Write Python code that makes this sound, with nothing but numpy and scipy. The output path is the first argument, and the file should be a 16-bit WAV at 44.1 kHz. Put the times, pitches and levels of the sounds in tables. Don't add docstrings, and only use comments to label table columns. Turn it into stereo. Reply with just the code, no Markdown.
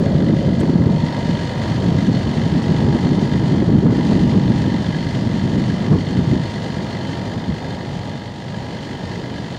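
import sys
import numpy as np
from scipy import signal
from scipy.fft import rfft, irfft, next_fast_len
from scipy.io import wavfile
from scipy.ndimage import uniform_filter1d, minimum_filter1d

SR = 44100
rng = np.random.default_rng(int(sys.argv[2]) if len(sys.argv) > 2 else 0)


def to_wav(sig):
    pcm = np.clip(np.atleast_2d(sig), -1, 1) * 32767
    pcm = np.round(pcm).astype(np.int16)
    wavfile.write(sys.argv[1], SR, pcm.T)


N = 422478
TIME = np.arange(N) / SR
OPPOSED = np.array([[1], [-1]])


def from_db(db):
    return 10 ** (np.asarray(db) / 20)


def unit_power(x):
    return x / np.sqrt(np.mean(x ** 2) + 1e-20)


def in_time(rows):
    seconds, *columns = np.transpose(rows)
    return [np.interp(TIME, seconds, column) for column in columns]


def at_hz(points, hz):
    points_hz, values = np.transpose(points)
    return np.interp(np.log(np.maximum(hz, 1)), np.log(points_hz), values)


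def colour(x, spectrum, sign=1):
    size = next_fast_len(N + SR // 10)
    gain = from_db(sign * at_hz(spectrum, np.fft.rfftfreq(size, 1 / SR)))
    return irfft(rfft(x, size) * gain, size)[..., :N]


def noise(spectrum):
    return unit_power(colour(rng.standard_normal(N), spectrum))


def drift(rate_hz):
    pole = np.exp(-80 * np.pi * rate_hz / SR)
    steps = rng.standard_normal(N // 40 + 2002)
    slow = signal.lfilter([1], [1, -2 * pole, pole * pole], steps)[2000:]
    return np.interp(np.arange(N) / 40, np.arange(len(slow)), unit_power(slow))


def resonate(x, hz, width_hz):
    pole = np.exp(-np.pi * width_hz / SR)
    feedback = [1, -2 * pole * np.cos(2 * np.pi * hz / SR), pole * pole]
    return unit_power(signal.lfilter([1, 0, -1], feedback, x + 1e-18))


def highs(x, hz):
    return signal.sosfilt(signal.butter(2, hz, "high", fs=SR, output="sos"), x)


def pan(left_db):
    return from_db(OPPOSED * left_db / 2)


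def swell(peak_s, length_s):
    return np.exp2(-(2 * (TIME - peak_s) / length_s) ** 2)


def with_swells(steady_db, rows):
    power = from_db(steady_db) ** 2
    power = power + sum((from_db(db) * swell(s, length)) ** 2 for s, length, db in rows)
    return 10 * np.log10(power)


def microphone_hiss(own_db=-73, shared_db=-75):
    own = from_db(own_db) * rng.standard_normal((2, N))
    shared = from_db(shared_db) * rng.standard_normal(N)
    return highs(own + shared, 3000)


# start_s, length_s
BURST_TIME = (.598, .016)
# pitch_hz, relative level_db per Hz
BURST_COLOUR = [(2500, -22), (5000, -3), (8000, 5), (11000, -12), (15500, -17)]


def bright_burst(level_db=-42):
    start_s, length_s = BURST_TIME
    progress = np.clip((TIME - start_s) / length_s, 0, 1)
    stroke = np.sqrt(np.maximum(np.sin(np.pi * progress), 0))
    return from_db(level_db) * stroke * noise(BURST_COLOUR) * pan(3)


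# time_s, rate in ticks per s
DRUM_SPEED = [(0.0, 48.72), (1.7, 48.83), (3.3, 48.93), (4.7, 49.17), (6.0, 48.91), (7.4, 48.78),
              (8.5, 49.07), (9.58, 48.74)]
FIRST_TICK_S = .017


def drum_turns():
    per_s, = in_time(DRUM_SPEED)
    return 1 + np.cumsum(per_s) / SR - FIRST_TICK_S * per_s[0]


# pitch_hz, width_hz, relative level_db
HOUSING_MODES = [(1665, 49, 7), (1849, 22, -3.5), (1966, 79, 5.5), (2080, 78, 4.5), (3112, 51, 1),
                 (3380, 100, 0), (3627, 65, -3), (3860, 110, -8.5), (4170, 37, -3), (4340, 28, -2.5),
                 (4740, 87, -8.5)]


def ticks(turns, scrape_s=.0011, grit=.47, uneven_db=2.0, soft_hz=6000):
    count = np.floor(turns).astype(int)
    age_s = (turns - count) / np.mean(np.array(DRUM_SPEED)[:, 1])
    strength = from_db(uneven_db * rng.standard_normal(count[-1] + 1))[count]
    knock = unit_power(np.diff(count, prepend=count[0]))
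    scrape = unit_power(age_s * np.exp(-age_s / scrape_s) * rng.standard_normal(N))
    push = strength * (knock * (1 - grit) + scrape * grit)
    push = signal.sosfilt(signal.butter(2, soft_hz, fs=SR, output="sos"), push)
    ringing = 0
    for k, (hz, width_hz, db) in enumerate(HOUSING_MODES):
        polarity = (-1) ** k
        ringing = ringing + polarity * from_db(db) * resonate(push, hz, width_hz)
    return unit_power(ringing)


# pitch_hz, relative level_db per Hz
RUB_COLOUR = [(700, -3), (1300, -11.5), (1850, 2.5), (2280, -3.5), (2900, 0), (3850, -2.5), (4400, 0),
              (5250, -8), (7200, -11), (7750, -21), (8400, -16.5), (10300, -30.5), (15500, -49.5)]
# pitch_hz, side minus mid level_db
RUB_WIDTH = [(1300, -0.5), (2300, -7.5), (3200, -11), (4400, -18.5), (6200, -15.5), (8500, -7), (14000, -3)]


def rubbing(turns, pulse_depth=0.68, pulse_turns=0.25, waver_db=1.2):
    pulse = 1 + pulse_depth * np.exp(-(turns % 1) / pulse_turns)
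    middle = unit_power(noise(RUB_COLOUR) * pulse * from_db(waver_db * drift(25)))
    return middle + OPPOSED * colour(noise(RUB_COLOUR), RUB_WIDTH)


def turning_tones(tones, flutter_db, wow_share, wow_hz):
    total = 0
    for hz, db in tones:
        phase = 2 * np.pi * hz * np.cumsum(1 + wow_share * drift(wow_hz)) / SR
        tone = unit_power(np.sin(phase) * from_db(flutter_db * drift(3.6)))
        total = total + from_db(db) * tone
    return total


# pitch_hz, level_db before the trim
MOTOR_TONES = [(1662, -65.5), (1711, -58.5), (1811.5, -51.5), (1913, -55), (1958, -62.5), (2046, -60),
               (2390, -63.5), (2951, -57), (3091, -55), (3277, -63), (3580, -56), (4349, -55.5),
               (4892, -59), (5437, -63)]


def motor(level, trim_db=1.5):
    tones = turning_tones(MOTOR_TONES, flutter_db=3.0, wow_share=0.00199, wow_hz=13.92)
    return from_db(trim_db) * unit_power(level) * tones


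# pitch_hz, level_db within the group
LOW_GEAR_TONES = [(789.3, -8.5), (812, -11.5), (830.8, 0)]
HIGH_GEAR_TONES = [(917.5, -4.5), (937.4, -1), (969.8, -11.5), (991.1, -8)]
# peak_s, length_s, low gear peak_db, high gear peak_db
GEAR_SWELLS = [(1.25, 0.96, -50, -37.5), (2.95, 0.99, -40.5, -40), (4.35, 1.1, -41, -40),
               (6.9, 2.4, -46, -47.5), (8.5, 1.4, -45.5, -53)]
LOW_GEAR_DB, HIGH_GEAR_DB = -52, -45.5


def gears():
    low_rows = [(s, length, low) for s, length, low, high in GEAR_SWELLS]
    high_rows = [(s, length, high) for s, length, low, high in GEAR_SWELLS]
    low_db = with_swells(LOW_GEAR_DB, low_rows)
    high_db = with_swells(HIGH_GEAR_DB, high_rows)
    wander = dict(flutter_db=1.8, wow_share=0.001993, wow_hz=3.31)
    low = from_db(low_db) * turning_tones(LOW_GEAR_TONES, **wander)
    high = from_db(high_db) * turning_tones(HIGH_GEAR_TONES, **wander)
    return low + high


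# time_s, level_db before the trims
MECHANISM_LEVEL = [(0, -41.5), (.9, -41.5), (1.35, -38), (2.4, -39), (3.35, -39), (3.87, -41), (4.13, -37),
                   (4.5, -40), (5.05, -38.5), (5.5, -40), (7.1, -39.5), (7.3, -41.5), (9.58, -42)]


def camcorder(tick_trim_db=-1.0, rub_trim_db=0.7):
    level = from_db(in_time(MECHANISM_LEVEL)[0])
    turns = drum_turns()
    clatter = from_db(tick_trim_db) * ticks(turns) + from_db(rub_trim_db) * rubbing(turns)
    return level * clatter + motor(level) + gears()


# time_s, level_db before the trim
BREEZE = [(0, -14), (.9, -17), (1.57, -24.5), (1.8, -18), (2.65, -17.5), (3.1, -15), (4.4, -13),
          (5.12, -22), (5.5, -17), (6.3, -19.5), (6.65, -29.5), (7.6, -30.5), (9.58, -40)]
# peak_s, length_s, peak_db before the trim
GUSTS = [(0.815, 0.18, -12), (1.352, .15, -17.5), (1.852, .07, -16), (1.964, 0.035, -12),
         (2.083, .09, -13.5), (2.219, 0.024, -14), (2.403, 0.065, -14), (2.542, 0.074, -14),
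         (2.85, .12, -13.5), (3.09, 0.078, -13.5), (3.827, 0.15, -9.5), (4.121, 0.069, -14),
         (5.249, 0.065, -14.5), (5.61, 0.19, -18.5), (5.931, 0.069, -6.5), (6.197, .07, -14),
         (6.318, 0.088, -15), (7.364, 0.14, -21), (7.5, .07, -17), (7.94, 0.13, -28.5)]
# pitch_hz, relative level_db per Hz
WIND_MID = [(20, -38), (45, -18.5), (70, -9.5), (105, -2.5), (170, 2), (240, -2.5), (320, -8.5), (450, -19),
            (700, -30.5), (1100, -36), (2000, -47), (4000, -81)]
# pitch_hz, relative level_db per Hz
WIND_SIDE = [(20, -41), (45, -17), (70, -20), (105, -5.5), (170, -5.5), (240, -7), (330, -8.5), (500, -16),
             (750, -21), (1150, -26.5), (1600, -38), (2500, -53), (4500, -79)]


def wind(eddy_db=2.5, eddies_hz=25, trim_db=-0.83, split_hz=280, shared=.62, brightening=0.89, flutter_db=2.5):
    gust_db = with_swells(in_time(BREEZE)[0], GUSTS)
    pressure = signal.hilbert(rng.standard_normal(N), next_fast_len(N))[:N]
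    gradient = -shared * pressure.imag + np.sqrt(1 - shared ** 2) * rng.standard_normal(N)
    mid = colour(pressure.real, WIND_MID)
    side = colour(gradient, WIND_SIDE)
    buffet = (mid + OPPOSED * side) / np.std(mid)
    upper = signal.sosfiltfilt(signal.butter(2, split_hz, "high", fs=SR, output="sos"), buffet)
    smooth_db = uniform_filter1d(gust_db, size=SR // 4)
    brighter_db = brightening * (smooth_db - np.percentile(smooth_db, 80))
    flutter = from_db(brighter_db + flutter_db * drift(83))
    level = from_db(gust_db + trim_db + eddy_db * drift(eddies_hz))
    return level * (buffet + upper * (flutter - 1))


# peak_s, level_db
SLAPS = [(4.118, -26), (4.33, -29.5), (5.93, -20)]
# pitch_hz, relative level_db per Hz
SLAP_COLOUR = [(120, -25), (300, -2), (550, -2), (1100, -6.5), (1700, -19), (3500, -48), (7000, -88)]


def slaps(length_s=0.018):
    burst = sum(from_db(db) * np.exp(-((TIME - s) / length_s) ** 2) for s, db in SLAPS)
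    return burst * np.array([noise(SLAP_COLOUR) for port in range(2)])


# time_s, level_db
JET_LEVEL = [(0, -22.5), (.4, -28), (1.6, -22.5), (3.3, -25), (6.8, -24.5), (9.58, -28)]
# pitch_hz, relative level_db per Hz
EXHAUST_COLOUR = [(20, -45), (45, -11), (70, -8.5), (100, 2.5), (135, 1.5), (210, 0), (300, -5.5),
                  (420, -9.5), (650, -10.5), (900, -18.5), (1300, -22.5), (2200, -36), (4000, -62.5)]
# pitch_hz, side minus mid level_db
JET_WIDTH = [(50, -9), (110, -20.5), (200, -19), (370, -14), (570, -8.5), (1000, -5), (2000, -8.5)]
RUSH_START_DB, RUSH_FADE_DB_PER_S, RUSH_HZ = -27.5, 7, 550


def jet(waver_db=0.58, rush_width_hz=95):
    level_db, = in_time(JET_LEVEL)
    rumble = noise(EXHAUST_COLOUR) + OPPOSED * colour(noise(EXHAUST_COLOUR), JET_WIDTH)
    turn = 2 * np.pi * RUSH_HZ * TIME
    rush = unit_power(drift(rush_width_hz) * np.cos(turn) + drift(rush_width_hz) * np.sin(turn))
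    rush_db = RUSH_START_DB - RUSH_FADE_DB_PER_S * TIME
    return from_db(level_db + waver_db * drift(2.3)) * rumble + from_db(rush_db) * rush


DIP_S, DIP_LENGTH_S, DIP_DB = 8.34, 0.37, -3


def scene():
    dip = from_db(DIP_DB * swell(DIP_S, DIP_LENGTH_S))
    return dip * (microphone_hiss() + bright_burst() + camcorder() + wind() + slaps() + jet())


THRESHOLD_DB, SQUEEZE, LISTEN_S = -12.5, 0.5, .06


def gain_control(x):
    power = uniform_filter1d(np.mean(x ** 2, axis=0), size=int(LISTEN_S * SR))
    over_db = np.maximum(10 * np.log10(power + 1e-12) - THRESHOLD_DB, 0)
    return x * from_db(-SQUEEZE * uniform_filter1d(over_db, size=SR // 50))


# pitch_hz, left minus right level_db
CAPSULES = [(55, -1), (100, 2), (165, 2), (250, -1.5), (370, -4), (570, -2), (850, -2), (1300, 0),
            (1900, -1.5), (2900, -1.5), (4200, 0), (9000, -1.5), (14000, 0.5)]
CUTOFF_HZ = 15760


def record(dry):
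    heard = gain_control(colour(highs(dry, 22), CAPSULES, sign=OPPOSED / 2))
    allowed = 1 / np.maximum(np.abs(heard).max(axis=0), 1)
    gain = uniform_filter1d(minimum_filter1d(allowed, size=SR // 200), size=SR // 200)
    top_cut = signal.ellip(10, .1, 80, CUTOFF_HZ, fs=SR, output="sos")
    return signal.sosfilt(top_cut, heard * gain)


dry = scene()
out = record(dry)
to_wav(out)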